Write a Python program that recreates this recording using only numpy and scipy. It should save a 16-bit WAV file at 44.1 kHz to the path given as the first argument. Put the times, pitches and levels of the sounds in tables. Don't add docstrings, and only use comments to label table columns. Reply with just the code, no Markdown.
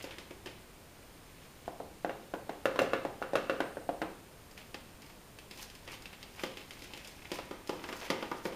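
import sys
import numpy as np
from scipy import signal
from scipy.fft import rfft, irfft, next_fast_len
from scipy.io import wavfile

SR = 44100
rng = np.random.default_rng(int(sys.argv[2]) if len(sys.argv) > 2 else 0)


def voltage_ratio(decibels):
    exponent = np.asarray(decibels, float) / 20
    return 10 ** exponent


def store_wav(level_fs):
    pcm = np.round(np.clip(np.atleast_2d(level_fs), -1, 1) * 32767)
    wavfile.write(sys.argv[1], SR, pcm.T.astype(np.int16))


N = 377055

# (frequency [Hz], decay time t60 [s])
ROOM_T60 = [(100, 0.82), (300, 0.64), (600, 0.47), (1500, 0.52), (4000, 0.52), (10000, 0.21)]


def tub_blow_levels(rows, hollow_db, clack_db):
    s, body, rim, sharp = np.transpose(rows)
    knock, tick = body + rim, body + sharp
    snap = tick - 3.5
    return np.transpose([s, body, body + hollow_db, knock, knock + clack_db, tick, snap])


def tap_blows():
    # (time [s], strength [dB], rim over body [dB], sharpness [dB])
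    taps = [
        (2.094, -39.5, -4, -32),
        (2.655, -28, -4, -18.5),
        (2.79, -27, -2.5, -17),
        (2.8159, -34, -19, -18),
        (2.933, -29, -3.5, -24.5),
        (3.224, -44, 2.5, -18),
        (3.354, -30.5, 0, -16),
        (3.496, -28, -5.5, -25),
    ]
    return tub_blow_levels(taps, hollow_db=-7, clack_db=-3.5)


def pat_blows():
    # (time [s], strength [dB], rim over body [dB], sharpness [dB])
    pats = [(1.678, -39, -14.5, -25), (1.8, -37.5, -18, -31), (2.046, -34.5, -7.5, -30),
            (2.337, -33, -11, -26.5), (2.493, -36, -6, -24), (2.758, -37, -6, -23),
            (3.0495, -32, -14.5, -27), (3.217, -38, -22, -27), (3.333, -31, -15, -27),
            (3.603, -29.5, -6, -23), (3.769, -38, -20, -31), (3.89, -33.5, -12, -29),
            (4.016, -29.5, -5.5, -27)]
    return tub_blow_levels(pats, hollow_db=0, clack_db=-3)


def shake_blows():
    # (time [s], strength [dB], rim over body [dB], wire over body [dB])
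    frame_knocks = [(0.041, -40, -12, -8.5), (0.1831, -47.5, -6.5, 3.5), (0.3076, -46.5, -12, -9),
                    (0.459, -42.5, -10.5, -3.5), (4.743, -49, 3, 5.5), (5.876, -48.5, -7, 0.5),
                    (6.228, -54.5, -11, 8), (6.435, -35, -5.5, -3.5), (6.82, -49.5, -23, 1.5),
                    (6.935, -50.5, -5, 6), (7.316, -34.5, -9, -3.5), (7.386, -43, -2, -7),
                    (7.51, -41.5, -1, -11), (7.693, -31.5, -10, -12), (7.73, -45, -3, -28),
                    (7.839, -45, 1.5, -3.5), (7.888, -44.5, 3.5, -2.5), (7.926, -45.5, 2, 0.5),
                    (8.013, -46.5, 0, -6), (8.1015, -26.5, -7, -6.5), (8.225, -38.5, -2.5, -9.5),
                    (8.3145, -35.5, 0, -13.5), (8.453, -31.5, -7.5, -15.5), (8.523, -44, -14, -14)]
    # (time [s], strength [dB], sharpness [dB])
    wire_ticks = [(0.024, -55, 2), (0.108, -49, -19), (0.47, -41.5, -27), (4.511, -61, -1),
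                  (4.576, -49, -11), (5.019, -56, -4), (5.061, -71, 7), (5.096, -64, -4),
                  (5.3866, -48.5, -9), (5.5101, -44.5, -10), (5.532, -70, -1), (5.574, -54, -3),
                  (5.699, -55.5, -4), (5.751, -56, -2), (5.918, -53, -4), (6.021, -58, 0),
                  (6.056, -45, -15), (6.129, -52.5, -11), (6.395, -49, -10), (6.571, -44, -14),
                  (6.606, -57, -5), (6.707, -44.5, -11.5), (6.791, -70, 11), (6.842, -52, -9),
                  (6.974, -51, -6), (7.046, -50, -7), (7.073, -70.5, 18.5), (7.113, -77, 4),
                  (7.247, -52, -17), (7.673, -54.5, 1)]
    s, body, rim, wire = np.transpose(frame_knocks)
    clack = body + wire
    knocks = [s, body, body + rim / 2 - 0.5, body + rim, clack, clack - 8, clack - 16]
    s, clack, sharp = np.transpose(wire_ticks)
    tick = clack + sharp
    ticks = [s, clack - 11.5, clack - 16.5, clack - 16.5, clack, tick, tick - 3.5]
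    return np.hstack([knocks, ticks]).T


def click_train(blows, hz, extra_db):
    blow_hz = [450, 760, 1300, 2800, 5600, 11000]
    weights = [np.interp(np.log(hz), np.log(blow_hz), unit) for unit in np.eye(len(blow_hz))]
    clicks = np.zeros(N)
    at = np.round((blows[:, 0] + 0.0008) * SR).astype(int)
    clicks[at] = voltage_ratio(blows[:, 1:] @ weights + extra_db)
    return clicks


def ring(clicks, hz, t60):
    r = voltage_ratio(-60 / (t60 * SR))
    w = 2 * np.pi * hz / SR
    return signal.lfilter([0, np.sin(w)], [1, -2 * r * np.cos(w), r * r], clicks + 1e-18)


def fading(clicks, t60):
    return signal.lfilter([1], [1, -voltage_ratio(-60 / (t60 * SR))], clicks + 1e-18)


def struck(blows, modes, gain_db, scatter_db):
    spot = rng.standard_normal((len(blows), len(modes)))
    out = np.zeros(N)
    for k, (hz, db, t60) in enumerate(modes):
        clicks = click_train(blows, hz, db + gain_db + scatter_db * spot[:, k])
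        out += ring(clicks, hz, t60)
    return out


def radiated(body, contact_s, low_hz):
    t = np.arange(64) / SR
    push = np.sin(np.pi * np.clip(t / contact_s, 0, 1)) ** 2
    soft = signal.lfilter(push / push.sum(), [1], body)
    return signal.sosfilt(signal.butter(3, low_hz, "high", fs=SR, output="sos"), soft)


def tapped_tub():
    # (frequency [Hz], level [dB], decay time t60 [s])
    tub_modes = [(124, -2, 0.093), (209, -37, 0.091), (334, -15, 0.14), (450, -23.5, 0.062),
                 (545, 1.5, .085), (590, 2.5, 0.07), (694, -4, 0.068), (786, -2.5, 0.042), (1200, 6, 0.012),
                 (1400, 8, .013), (1700, -7, 0.037), (2140, -5, 0.02), (2640, -1, .035), (2730, 0, .04)]
    body = struck(tap_blows(), tub_modes, gain_db=4.0, scatter_db=3.0)
    return -radiated(body, contact_s=0.0003, low_hz=218)


def patted_wall():
    # (frequency [Hz], level [dB], decay time t60 [s])
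    wall_modes = [(207, -22.5, 0.055), (324, -13, 0.14), (480, -11.5, 0.026), (570, -0.5, 0.045),
                  (694, 2, 0.04), (780, 2.5, 0.024), (1020, -1, 0.042), (1500, 9.5, 0.013),
                  (1920, -10, 0.013), (2700, -25, .015)]
    body = struck(pat_blows(), wall_modes, gain_db=1.5, scatter_db=4.5)
    return radiated(body, contact_s=0.00051, low_hz=201)


def shaken_strainer():
    # (frequency [Hz], level [dB], decay time t60 [s])
    strainer_modes = [(235, -13.5, 0.057), (353.7, 4, 0.036), (530, 1, 0.042), (734, -25, 0.01),
                      (832.4, -11, 0.2), (897, -13, 0.25), (926, -14, 0.39), (979, -10, 0.17),
                      (1202, -4, 0.043), (2076, 0, 0.023), (2663, 2, 0.018), (3087, 5.5, 0.0098),
                      (4680, 1.5, 0.039), (5125, 3.5, 0.034)]
    body = struck(shake_blows(), strainer_modes, gain_db=1.0, scatter_db=3.5)
    return radiated(body, contact_s=0.00011, low_hz=193)


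def crack(blows, gain_db, wash_db):
    # (frequency [Hz], level [dB])
    crack_colour = [(155, -22.5), (470, -4), (800, -6.5), (1310, -3.5), (3050, -5), (6100, 0), (15000, 1)]
    # (frequency [Hz], decay time t60 [s])
    crack_t60 = [(310, 0.028), (1320, 0.027), (4000, 0.033), (14000, 0.015)]
    white, out = rng.standard_normal((2, N)), np.zeros(N)
    edges = 130 * 2 ** np.arange(0, 7.1, 0.5)
    for k, (low, high) in enumerate(zip(edges, edges[1:])):
        hz = np.sqrt(low * high)
        clicks = click_train(blows, hz, at_hz(crack_colour, hz) + gain_db)
        burst = fading(clicks, at_hz(crack_t60, hz))
        wash = fading(clicks, at_hz(ROOM_T60, hz)) - burst
        gate = burst + voltage_ratio(wash_db) * wash
        band_pass = signal.butter(2, [low, high], "band", fs=SR, output="sos")
        band = signal.sosfilt(band_pass, gate * white[k % 2])
        out += band * np.sqrt(SR / 2 / (high - low))
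    return out


def grains(per_s, spectrum, cycles, clump_db):
    r = np.exp(-2 * np.pi * 35 / SR)
    clump = rms_one(signal.lfilter([1], [1, -2 * r, r * r], rng.standard_normal(N)))
    size_db = 2.8 * np.minimum(rng.exponential(1, N), 5) + clump_db * clump
    sizes = voltage_ratio(size_db) * rng.choice([-1, 1], N)
    clicks = sizes * (rng.random(N) < per_s / SR)
    pitches = np.geomspace(spectrum[0][0], spectrum[-1][0], num=16)
    dealt = rng.integers(0, 16, N)
    out = np.zeros(N)
    for k, hz in enumerate(pitches):
        out += voltage_ratio(at_hz(spectrum, hz)) * np.sqrt(hz) * ring(clicks * (dealt == k), hz, cycles / hz)
    return rms_one(out)


def powder():
    # (frequency [Hz], level [dB])
    rasp_colour = [(300, -29), (900, 4), (1500, -10), (2100, 7.5), (3100, 6), (4200, -11), (6000, -23)]
    # (frequency [Hz], level [dB])
    dust_colour = [(3500, -33), (4500, 1), (5200, 7.5), (6000, 5), (7200, -1), (9000, -4.5), (12500, 0.5),
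                   (15300, -3)]
    # (time [s], level [dB])
    trickle_levels = [(0, -56), (.45, -82), (1.46, -63.5), (1.8, -76), (4.4, -76), (5.03, -68), (5.3, -84),
                      (5.8, -86), (6.3, -59.5), (6.7, -58), (7, -58.5), (7.28, -57.5), (7.6, -63),
                      (7.84, -51.5), (8.09, -48), (8.2, -51.5), (8.43, -59), (8.55, -62)]
    # (peak time [s], rasp level [dB], swell time [s], dust over rasp [dB])
    swishes = [(0.001, -52, .03, 1), (0.128, -53, 0.063, -12), (1.66, -52.5, 0.022, -18),
               (2.793, -36, .003, -15), (4.584, -48.5, 0.013, -3), (5.624, -44.5, 0.062, 1.8),
               (5.944, -48, 0.11, -3.5), (6.433, -42, 0.054, -4), (7.358, -47, 0.021, 0),
               (7.698, -47, .04, -13), (8.096, -65, 0.17, -1.5), (8.459, -55.5, 0.027, 9)]
    swell_db, swish_t60_s = 17.5, 0.14
    t, shakes, throws = np.arange(N) / SR, shake_blows(), np.zeros(N)
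    throws[(shakes[:, 0] * SR).astype(int)] = voltage_ratio(-57.5 + 0.33 * (shakes[:, 4] + 37))
    spatter = fading(fading(throws, 0.053), 0.03) / 150
    jolts = fading(throws, 0.18) + voltage_ratio(7) * spatter
    trickle = voltage_ratio(np.interp(t, *np.transpose(trickle_levels)))
    rasp = jolts + trickle
    dust = voltage_ratio(-15.5) * jolts + voltage_ratio(-4) * trickle
    for s, db, swell_s, dust_db in swishes:
        times = [s - 3 * swell_s, s, s + swish_t60_s]
        swish = voltage_ratio(db + np.interp(t, times, [-3 * swell_db, 0, -60], right=-200))
        rasp = rasp + swish
        dust = dust + voltage_ratio(dust_db) * swish
    coarse = grains(3500, rasp_colour, cycles=10, clump_db=4.2)
    fine = grains(9000, dust_colour, cycles=9, clump_db=4)
    return voltage_ratio(-3.5) * rasp * coarse + voltage_ratio(-5.5) * dust * fine


def puff():
    # (time [s], level [dB])
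    air_levels = [(3.55, -85), (3.65, -67), (4.05, -70), (4.4, -85)]
    # (frequency [Hz], level [dB])
    air_colour = [(7000, -20), (8300, 7), (9800, 1), (11000, -12), (13500, -0.5), (14500, -15)]

    def colour_db(hz):
        return np.where((hz > 7000) & (hz < 14500), at_hz(air_colour, hz), -60)

    noise = rms_one(coloured(rng.standard_normal(N), colour_db))
    return noise * voltage_ratio(np.interp(np.arange(N) / SR, *np.transpose(air_levels), left=-200, right=-200))


def room(x, tail_db):
    # (delay [s], level [dB])
    echoes = [(.0045, -28.5), (.011, -12), (0.018, -12.5), (0.028, -25)]
    t = np.arange(SR // 2) / SR
    white, reply = rng.standard_normal((2, len(t))), np.zeros(len(t))
    edges = 70 * 2 ** np.arange(0, 8.1, 0.5)
    for k, (low, high) in enumerate(zip(edges, edges[1:])):
        band_pass = signal.butter(2, [low, high], "band", fs=SR, output="sos")
        band = signal.sosfilt(band_pass, white[k % 2])
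        reply += band * voltage_ratio(-60 * t / at_hz(ROOM_T60, np.sqrt(low * high)))
    reply *= voltage_ratio(tail_db) * (1 - np.exp(-t / 0.009))
    reply[0] = 1
    for s, db in echoes:
        reply[round(s * SR)] += voltage_ratio(db)
    return signal.fftconvolve(x, reply)[:N]


def background():
    # (frequency [Hz], level per Hz [dB])
    hiss_colour = [(16, -0.5), (35, 4), (155, 0), (310, -3), (610, -6.5), (1020, -10.5), (1650, -13),
                   (4100, -18), (6400, -20.5), (9100, -19), (10800, -25.5), (13100, -21.5), (15450, -24.5)]
    # (frequency [Hz], level [dB])
    whistles = [(10646, -80), (11404, -80)]
    noise = coloured(rng.standard_normal(N), lambda hz: at_hz(hiss_colour, hz))
    out = voltage_ratio(-54.5) * rms_one(noise)
    t = np.arange(N) / SR
    for hz, db in whistles:
        out += np.sqrt(2) * voltage_ratio(db) * np.sin(2 * np.pi * hz * t)
    return out


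def response_db(hz):
    # (frequency [Hz], width [Hz], depth [dB])
    notches = [(5760, 45, 9), (7880, 100, 10), (14200, 90, 12)]
    dips = sum(db * np.exp(-np.abs(hz - at) / width) for at, width, db in notches)
    shelf = 24 * np.clip((hz - 15430) / 150, 0, 1) + 40 * (hz > 16500)
    return -dips - shelf


def at_hz(points, hz):
    return np.interp(np.log(hz), np.log(np.array(points)[:, 0]), np.array(points)[:, 1])


def rms_one(x):
    return x / np.sqrt(np.mean(x ** 2) + 1e-20)


def coloured(x, gain_db):
    size = next_fast_len(len(x))
    hz = np.maximum(np.fft.rfftfreq(size, 1 / SR), 1)
    return irfft(rfft(x, size) * voltage_ratio(gain_db(hz)), size)[:len(x)]


def scene():
    sources = tapped_tub() + patted_wall() + shaken_strainer() + powder()
    all_blows = np.vstack([tap_blows(), pat_blows(), shake_blows()])
    rattle = crack(all_blows, gain_db=2.5, wash_db=-13.5)
    return (room(sources, tail_db=-36.0) + rattle + background() + puff())[None]


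def band_limit(x):
    return signal.sosfilt(signal.butter(12, 16460, fs=SR, output="sos"), x)


def record(dry):
    mix = coloured(dry[0], response_db)[None]
    return band_limit(mix)


dry = scene()
out = record(dry)
store_wav(out)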